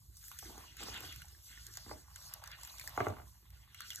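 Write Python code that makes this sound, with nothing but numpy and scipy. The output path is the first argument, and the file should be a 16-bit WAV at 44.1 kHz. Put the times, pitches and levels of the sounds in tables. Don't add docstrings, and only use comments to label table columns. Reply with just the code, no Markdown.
import sys
import numpy as np
from scipy import signal
from scipy.fft import rfft, irfft
from scipy.io import wavfile
from scipy.ndimage import uniform_filter1d, minimum_filter1d, map_coordinates

SR = 44100
rng = np.random.default_rng(int(sys.argv[2]) if len(sys.argv) > 2 else 0)


def transcribe(signal):
    frames = np.atleast_2d(signal).T
    limited = np.clip(frames, -1, 1)
    pcm = np.round(limited * 32767).astype(np.int16)
    wavfile.write(sys.argv[1], SR, pcm)


def invert_db(x):
    u = np.asarray(x, float) / 20
    return 10 ** u


N = 176400

# (frequency [Hz], level [dB])
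FIZZ_COLOUR = [(900, -50), (2500, -26), (4200, -4.5), (5000, 1.5), (6800, -1.5), (9500, -1.5), (13000, -3),
               (15500, -10)]
# (frequency [Hz], level [dB])
POP_COLOUR = [(820, -48), (1200, -7), (1500, 0), (2200, -4), (3500, -5), (4600, -10), (7000, -25)]


def evened(x):
    return x / np.sqrt(np.mean(x ** 2) + 1e-20)


def read(points, hz):
    f, value = np.transpose(points)
    return np.interp(np.log(hz + 1), np.log(f + 1), value)


def curve(points, axis):
    rows = np.array(points)
    return np.interp(np.arange(N) / SR, rows[:, 0], rows[:, axis])


def colour(x, points):
    hz = np.abs(np.fft.fftfreq(8192, 1 / SR))
    below, above = (5, points[0][1] - 50), (SR / 2, points[-1][1] - 20)
    log_gain = np.log(invert_db(read([below] + list(points) + [above], hz)))
    taps = np.fft.ifft(np.exp(np.conj(signal.hilbert(log_gain)))).real[:4096]
    return signal.oaconvolve(x, taps)[:len(x)]


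def tilt(x, hz, db):
    low = signal.sosfiltfilt(signal.butter(3, hz, fs=SR, output="sos"), x)
    return low + invert_db(db) * (x - low)


def add(mix, s, sound):
    part = mix[round(s * SR):][:len(sound)]
    part += sound[:len(part)]


def wander(per_s):
    knots = rng.standard_normal(1200)
    return evened(map_coordinates(knots, [np.arange(N) / SR * per_s], order=3))


def unsteady_turns(hz, noise):
    return np.cumsum(noise) * np.sqrt(hz / SR)


def grains(points, per_s, spread_db, cycles, clump_db, clump_per_s, hiss):
    loudness_db = spread_db * np.minimum(-np.log(rng.random(N) + 1e-9), 5)
    strikes = invert_db(loudness_db) * (rng.random(N) < per_s / SR)
    kind = rng.integers(0, 14, N)
    out = np.zeros(N)
    for k, hz in enumerate(np.geomspace(points[1][0], points[-2][0], num=14)):
        u = np.arange(600) / SR * hz
        ring = evened(u * np.exp(-4 * u / cycles) * np.sin(2 * np.pi * u))
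        out += signal.oaconvolve(strikes * (kind == k), np.sqrt(hz) * ring)[:N]
    wet = evened(out) + hiss * rng.standard_normal(N)
    return evened(colour(wet, points) * invert_db(clump_db * wander(clump_per_s)))


def patchy(x, patchy_db):
    z = signal.stft(x, SR, nperseg=512)[2]
    field = rng.standard_normal(z.T.shape)
    field = uniform_filter1d(uniform_filter1d(field, size=9, axis=0), size=9, axis=1)
    return signal.istft(z * invert_db(patchy_db * evened(field).T), SR, nperseg=512)[1][:N]


def rumble():
    # (time [s], level [dB])
    swell = [(.05, -61.5), (.31, -64.5), (1.18, -58), (1.45, -70), (1.62, -61.5), (2.46, -63.5),
             (2.67, -67), (2.78, -64.5), (3.13, -54), (3.42, -67.5), (3.5, -60.5), (3.72, -65)]
    # (frequency [Hz], level [dB])
    rumble_colour = [(25, -63.5), (40, -20.5), (57, 2), (70, -7), (110, -10.5), (150, -19), (220, -33.5),
                     (400, -69)]
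    level_db = 3.5 + curve(swell, axis=1) + 0.5 * wander(5.32)
    return invert_db(level_db) * evened(colour(rng.standard_normal(N), rumble_colour))


def microphone_hiss():
    # (frequency [Hz], level [dB])
    hiss_colour = [(5000, -14.5), (12500, -6.5)]
    return invert_db(-72.5) * evened(colour(rng.standard_normal(N), hiss_colour))


def diffuse(x):
    # (frequency [Hz], level [dB])
    diffuse_colour = [(60, -24), (250, -15), (700, -6), (1500, -11), (3000, -3), (5000, -7), (6500, -12),
                      (13000, -13)]
    # (frequency [Hz], time to fall 60 dB [s])
    room_t60 = [(200, 0.28), (1000, 0.17), (4000, 0.075), (12000, 0.0047)]
    taps = rng.choice([-1., 1.], (2, 8192)) * (rng.random((2, 8192)) < .06) * (np.arange(8192) > 40)
    hz, t, z = signal.stft(taps, SR, nperseg=256)
    decay = invert_db(-60 * t / read(room_t60, hz)[:, None])
    tail = signal.istft(z * decay, SR, nperseg=256)[1]
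    tail = tail / np.linalg.norm(tail, axis=1)[:, None]
    return signal.fftconvolve(colour(x, diffuse_colour)[None], tail, axes=1)[:, :N]


def rubbing_and_flexing():
    # (time [s], rubbing level [dB], wall flexing level [dB])
    press = [(.39, -86, -85), (.48, -66, -59.5), (.64, -65, -68.5), (.7, -84, -77), (.79, -73, -76),
             (.815, -59, -56), (1.07, -62.5, -68.5), (1.15, -81, -81.5), (1.84, -77, -82.5),
             (1.88, -61.5, -58), (2.02, -76, -80.5), (2.35, -64.5, -79.5), (2.74, -69.5, -80.5),
             (2.95, -57.5, -78), (3.0, -48.5, -45.5), (3.13, -58.5, -61.5), (3.3, -77, -82.5),
             (3.42, -80, -83)]
    # (frequency [Hz], level [dB])
    rub_colour = [(350, -15.5), (550, -0.5), (750, 4.5), (1000, 9.5), (1400, 3), (2200, 2.5)]
    # (frequency [Hz], level [dB])
    wall_colour = [(100, -14), (200, 5.5), (300, 1.5), (420, 0), (550, -10.5), (900, -29)]
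    rub = grains(rub_colour, 500, 4.1, 3.84, clump_db=2.5, clump_per_s=120, hiss=2.5)
    wall = grains(wall_colour, 400, 4.3, 2.7, clump_db=2.5, clump_per_s=18, hiss=2.6)
    return invert_db(curve(press, axis=1)) * rub + invert_db(curve(press, axis=2)) * wall


def clump_knocks():
    # (time [s], peak level [dB], pitch [Hz])
    clumps = [(0.426, -41, 1000), (0.502, -44.5, 413), (0.577, -38, 427), (0.806, -40, 974),
              (0.824, -41.5, 415), (0.883, -35.5, 343), (1.038, -39, 424), (1.862, -46.5, 410),
              (1.912, -30, 606), (2.976, -16, 710), (3.004, -16, 640), (3.031, -47, 600),
              (3.059, -28.5, 800), (3.067, -18, 473), (3.099, -30, 380), (3.122, -38, 700),
              (3.167, -37, 1190), (3.184, -41.5, 930), (3.198, -38.5, 870), (3.218, -45, 800),
              (0.545, -53, 600), (0.647, -54, 504), (1.773, -45, 815)]
    # (frequency [Hz], level [dB], time to fall 60 dB [s])
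    tub_modes = [(104.8, 1, 0.089), (287, -5, 0.03), (415, -3, 0.029), (609, -10.5, 0.031), (773, 2, 0.013),
                 (832, 1.5, 0.01), (1222, 4, 0.0089), (1510, -3, 0.013), (2076, -1, 0.0078)]
    rise_cycles, favour_db_per_octave = 1.47, 5
    out, t = np.zeros(N), np.arange(6000) / SR
    for s, db, pitch_hz in clumps:
        knock = np.zeros(len(t))
        for hz, mode_db, t60 in tub_modes:
            detune, phase = rng.random(2)
            mode_db = mode_db - favour_db_per_octave * abs(np.log2(hz / pitch_hz))
            soft_start = 1 - np.exp(-(t * hz / rise_cycles) ** 2)
            ring = np.sin(2 * np.pi * (hz * (0.951 + 0.094 * detune) * t + phase))
            knock += invert_db(mode_db - 60 * t / t60) * soft_start * ring
        add(out, s, invert_db(db - 5.5) * knock / abs(knock).max())
    return out


def heel_thump():
    out, t = np.zeros(N), np.arange(6000) / SR
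    u = t / 0.0087
    add(out, 3.088, invert_db(-37) * u * np.exp(1 - u) * np.sin(2 * np.pi * 99 * t))
    return out


def air_pockets():
    # (time [s], peak level [dB], pitch [Hz])
    pockets = [
        (1.245, -55, 894),
        (1.348, -54, 1810),
        (1.574, -46, 2010),
        (2.696, -45.5, 4120),
        (2.809, -48, 1960),
        (3.914, -40.5, 3050),
        (3.985, -47, 1530),
    ]
    length_s, pitch_sag = 0.0067, 0.076
    out, t = np.zeros(N), np.arange(900) / SR
    u = t / length_s
    shape = np.minimum(u * 4, 1) * np.exp(-2.5 * u ** 2)
    for s, db, hz in pockets:
        turns = np.cumsum(hz * (1 - pitch_sag * u)) / SR
        turns = turns + .08 * unsteady_turns(hz, rng.standard_normal(900))
        add(out, s, invert_db(db) * shape * np.sin(2 * np.pi * turns))
    return out


def cell_burst(hz, tearing, wet_db):
    rise_s, length_s = 0.0011, 0.0038
    t, noise = np.arange(900) / SR, rng.standard_normal(900)
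    shape = np.minimum(t / rise_s, 1) * np.exp(-(t / length_s) ** 2 * 2)
    ring = shape * np.sin(2 * np.pi * hz * t + 0.25 * unsteady_turns(hz, noise))
    shape_rms = np.sqrt(np.mean(shape ** 2))
    tear = shape_rms * evened(colour(shape * noise, FIZZ_COLOUR))
    wet = shape_rms * evened(colour(shape * noise, POP_COLOUR))
    burst = ring + tearing * tear + invert_db(wet_db) * wet
    return burst / abs(burst).max()


def snaps():
    # (time [s], peak level [dB], pitch [Hz], low wet level [dB])
    large_cells = [(0.1685, -43.5, 8100, -83), (0.3147, -39, 1076, -47), (0.3875, -34.5, 6280, -48.5),
                   (0.7682, -42, 11470, -54.5), (0.8285, -38.5, 8140, -37), (0.9413, -36.5, 1620, -41),
                   (0.9747, -37.5, 1590, -42.5), (1.1243, -39.5, 6400, -55), (1.1600, -38.5, 12220, -47.5),
                   (1.2181, -41.5, 1574, -47.5), (1.6661, -38, 6900, -63), (1.7374, -41, 6430, -55),
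                   (1.7709, -31.5, 6840, -47), (2.159, -38, 6930, -47.5), (2.3371, -30.5, 11570, -53),
                   (2.4379, -37.5, 1360, -49), (2.4743, -39, 6050, -51), (2.6329, -35.5, 7660, -67),
                   (2.796, -34, 2240, -74), (2.8749, -30, 1750, -71), (3.7454, -42.5, 2320, -50.5),
                   (3.8048, -33, 1404, -43), (3.9035, -32, 3370, -43), (3.9574, -30, 6850, -72)]
    out = np.zeros(N)
    for s, db, hz, wet_db in large_cells:
        add(out, s, invert_db(db + 2) * cell_burst(hz, tearing=1, wet_db=wet_db - db + 5.5))
    return out


def ticks():
    # (time [s], peak level [dB], pitch [Hz])
    small_cells = [(0.2396, -44, 6500), (0.2814, -37.5, 13280), (0.3455, -42, 13400),
                   (0.3914, -35.5, 11300), (0.5787, -40.5, 6780), (0.805, -41, 7300), (0.834, -32.5, 7580),
                   (0.892, -37, 7250), (1.0051, -32.5, 13000), (1.254, -44, 7700), (1.2833, -45.5, 6400),
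                   (1.7538, -40, 7170), (2.2514, -41.5, 6360), (2.4588, -44, 6200), (2.515, -40, 4870),
                   (2.587, -54, 12000), (2.5974, -46, 10900), (2.612, -42, 7140), (2.6489, -36, 7180),
                   (2.673, -38.5, 12660), (2.7282, -45, 12200), (2.7616, -56, 6140), (2.7827, -37.5, 5740),
                   (2.8118, -37, 4440), (2.8394, -45, 13100), (2.8924, -39, 12350), (2.9632, -44, 6500),
                   (2.974, -38, 6900), (3.0014, -45, 6350), (3.0415, -49, 7150), (3.0833, -38.5, 6480),
                   (3.503, -48, 12960), (3.818, -36, 4280), (3.873, -45, 7010), (3.932, -37, 6100),
                   (3.948, -35, 7270)]
    out = np.zeros(N)
    for s, db, hz in small_cells:
        add(out, s, invert_db(db - 1) * cell_burst(hz, tearing=0.56, wet_db=-11.5))
    return out


def foam():
    # (time [s], effort level [dB], share of finest cells [dB])
    knead = [(.12, -84, 3.5), (.28, -68, 5.5), (.6, -69.5, -2.5), (.76, -77.5, -5), (.82, -58.5, -9),
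             (1.09, -67, -4), (1.4, -78, 4), (1.52, -67.5, -0.5), (1.85, -69, -2.5), (2.06, -79, 2.5),
             (2.24, -64, -3.5), (2.36, -77.5, 1), (2.57, -76.5, -2), (2.64, -69, 2), (2.9, -70.5, 1.5),
             (3.3, -85, 6.5), (3.7, -84, -2), (3.9, -64.5, -3.5)]
    # (time [s], flow level [dB], brightness [dB])
    squeeze = [(.17, -87, -2), (.27, -68, -3.8), (.6, -65.5, 3.5), (.76, -73, 4.5), (.815, -58.5, 2.5),
               (1.09, -63.5, 5.5), (1.17, -66, -0.5), (1.43, -83.5, 6), (1.52, -65.5, 4.5),
               (1.72, -69.5, -4.5), (1.85, -71, 3.5), (2.06, -73.5, -9), (2.26, -69.5, -4),
               (2.57, -62.5, -0.5), (2.76, -77.5, 11.5), (3.3, -84, -5), (3.58, -81, 9), (3.85, -64.5, -2)]
    fizz = grains(FIZZ_COLOUR, 1500, 2.33, 5.2, clump_db=2.15, clump_per_s=24, hiss=2.3)
    pops = grains(POP_COLOUR, 1500, 2.34, 5.9, clump_db=3.17, clump_per_s=30, hiss=1.7)
    fizz = invert_db(curve(knead, axis=1) + 11.5) * tilt(fizz, 7800, curve(knead, axis=2))
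    pops = invert_db(curve(squeeze, axis=1) + 2.14) * tilt(pops, 1980, curve(squeeze, axis=2))
    return patchy(fizz + pops, patchy_db=2.62)


def scene():
    # (frequency [Hz], phase [rad])
    port_lead = [(0, 0), (1600, 0), (2600, 2.6), (3600, .6), (5000, 3.3), (6900, 6.28), (15300, 15.71),
                 (18000, 18.7)]
    # (frequency [Hz], level difference [dB])
    port_tilt = [(60, -2), (240, -2.6), (950, -2), (3770, -0.68), (15000, 0)]
    tub = rubbing_and_flexing() + clump_knocks() + heel_thump()
    cells = air_pockets() + snaps() + ticks() + foam()
    near = rumble() + microphone_hiss() + tub + cells
    hz = np.fft.rfftfreq(N, 1 / SR)
    f, lead = np.transpose(port_lead)
    half = invert_db(read(port_tilt, hz) / 2) * np.exp(.5j * np.interp(hz, f, lead))
    return irfft(rfft(near) * np.array([half, 1 / half]), N) + diffuse(near)


def top_cut(x):
    return signal.sosfilt(signal.butter(12, 16500, fs=SR, output="sos"), x)


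def record(dry):
    # (frequency [Hz], distance [dB])
    drop_under = [(1000, 22), (2500, 13), (5000, 13.5), (6500, 7), (13000, 6.5), (13300, 12), (13800, 12),
                  (14100, 1)]
    sharp_db, very_sharp_db, edge_hz, click_edge_hz = 17.5, 22, 16000, 16400
    pair = np.array([dry[0] + dry[1], dry[0] - dry[1]]) / 2
    pair = signal.oaconvolve(pair, signal.firwin(255, click_edge_hz, fs=SR)[None], "same")

    hz, t, z = signal.stft(pair, SR, nperseg=2048)
    starts = np.arange(0, len(hz), 16)
    power = uniform_filter1d(np.add.reduceat(abs(z) ** 2, starts, axis=1), size=3, axis=2)
    weak = power * invert_db(2 * read(drop_under, hz[starts]))[:, None] < power[::-1]
    kept = ~weak[:, np.arange(len(hz)) // 16] & (hz < edge_hz)[:, None]
    thin = signal.istft(z * kept, SR, nperseg=2048)[1][:, :N]

    treble = uniform_filter1d(np.diff(dry[0], prepend=0) ** 2, size=64)
    crest = treble / (uniform_filter1d(treble, size=4096) + 1e-20)
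    brief = -minimum_filter1d(-crest, size=200)
    wide = -minimum_filter1d(-crest, size=1600)
    opened = (brief > invert_db(sharp_db)) | (wide > invert_db(sharp_db)) & (wide < invert_db(very_sharp_db))
    mid, side = thin + (pair - thin) * uniform_filter1d(opened * 1., size=128)
    return top_cut(np.array([mid + side, mid - side]))


dry = scene()
out = record(dry)
transcribe(out)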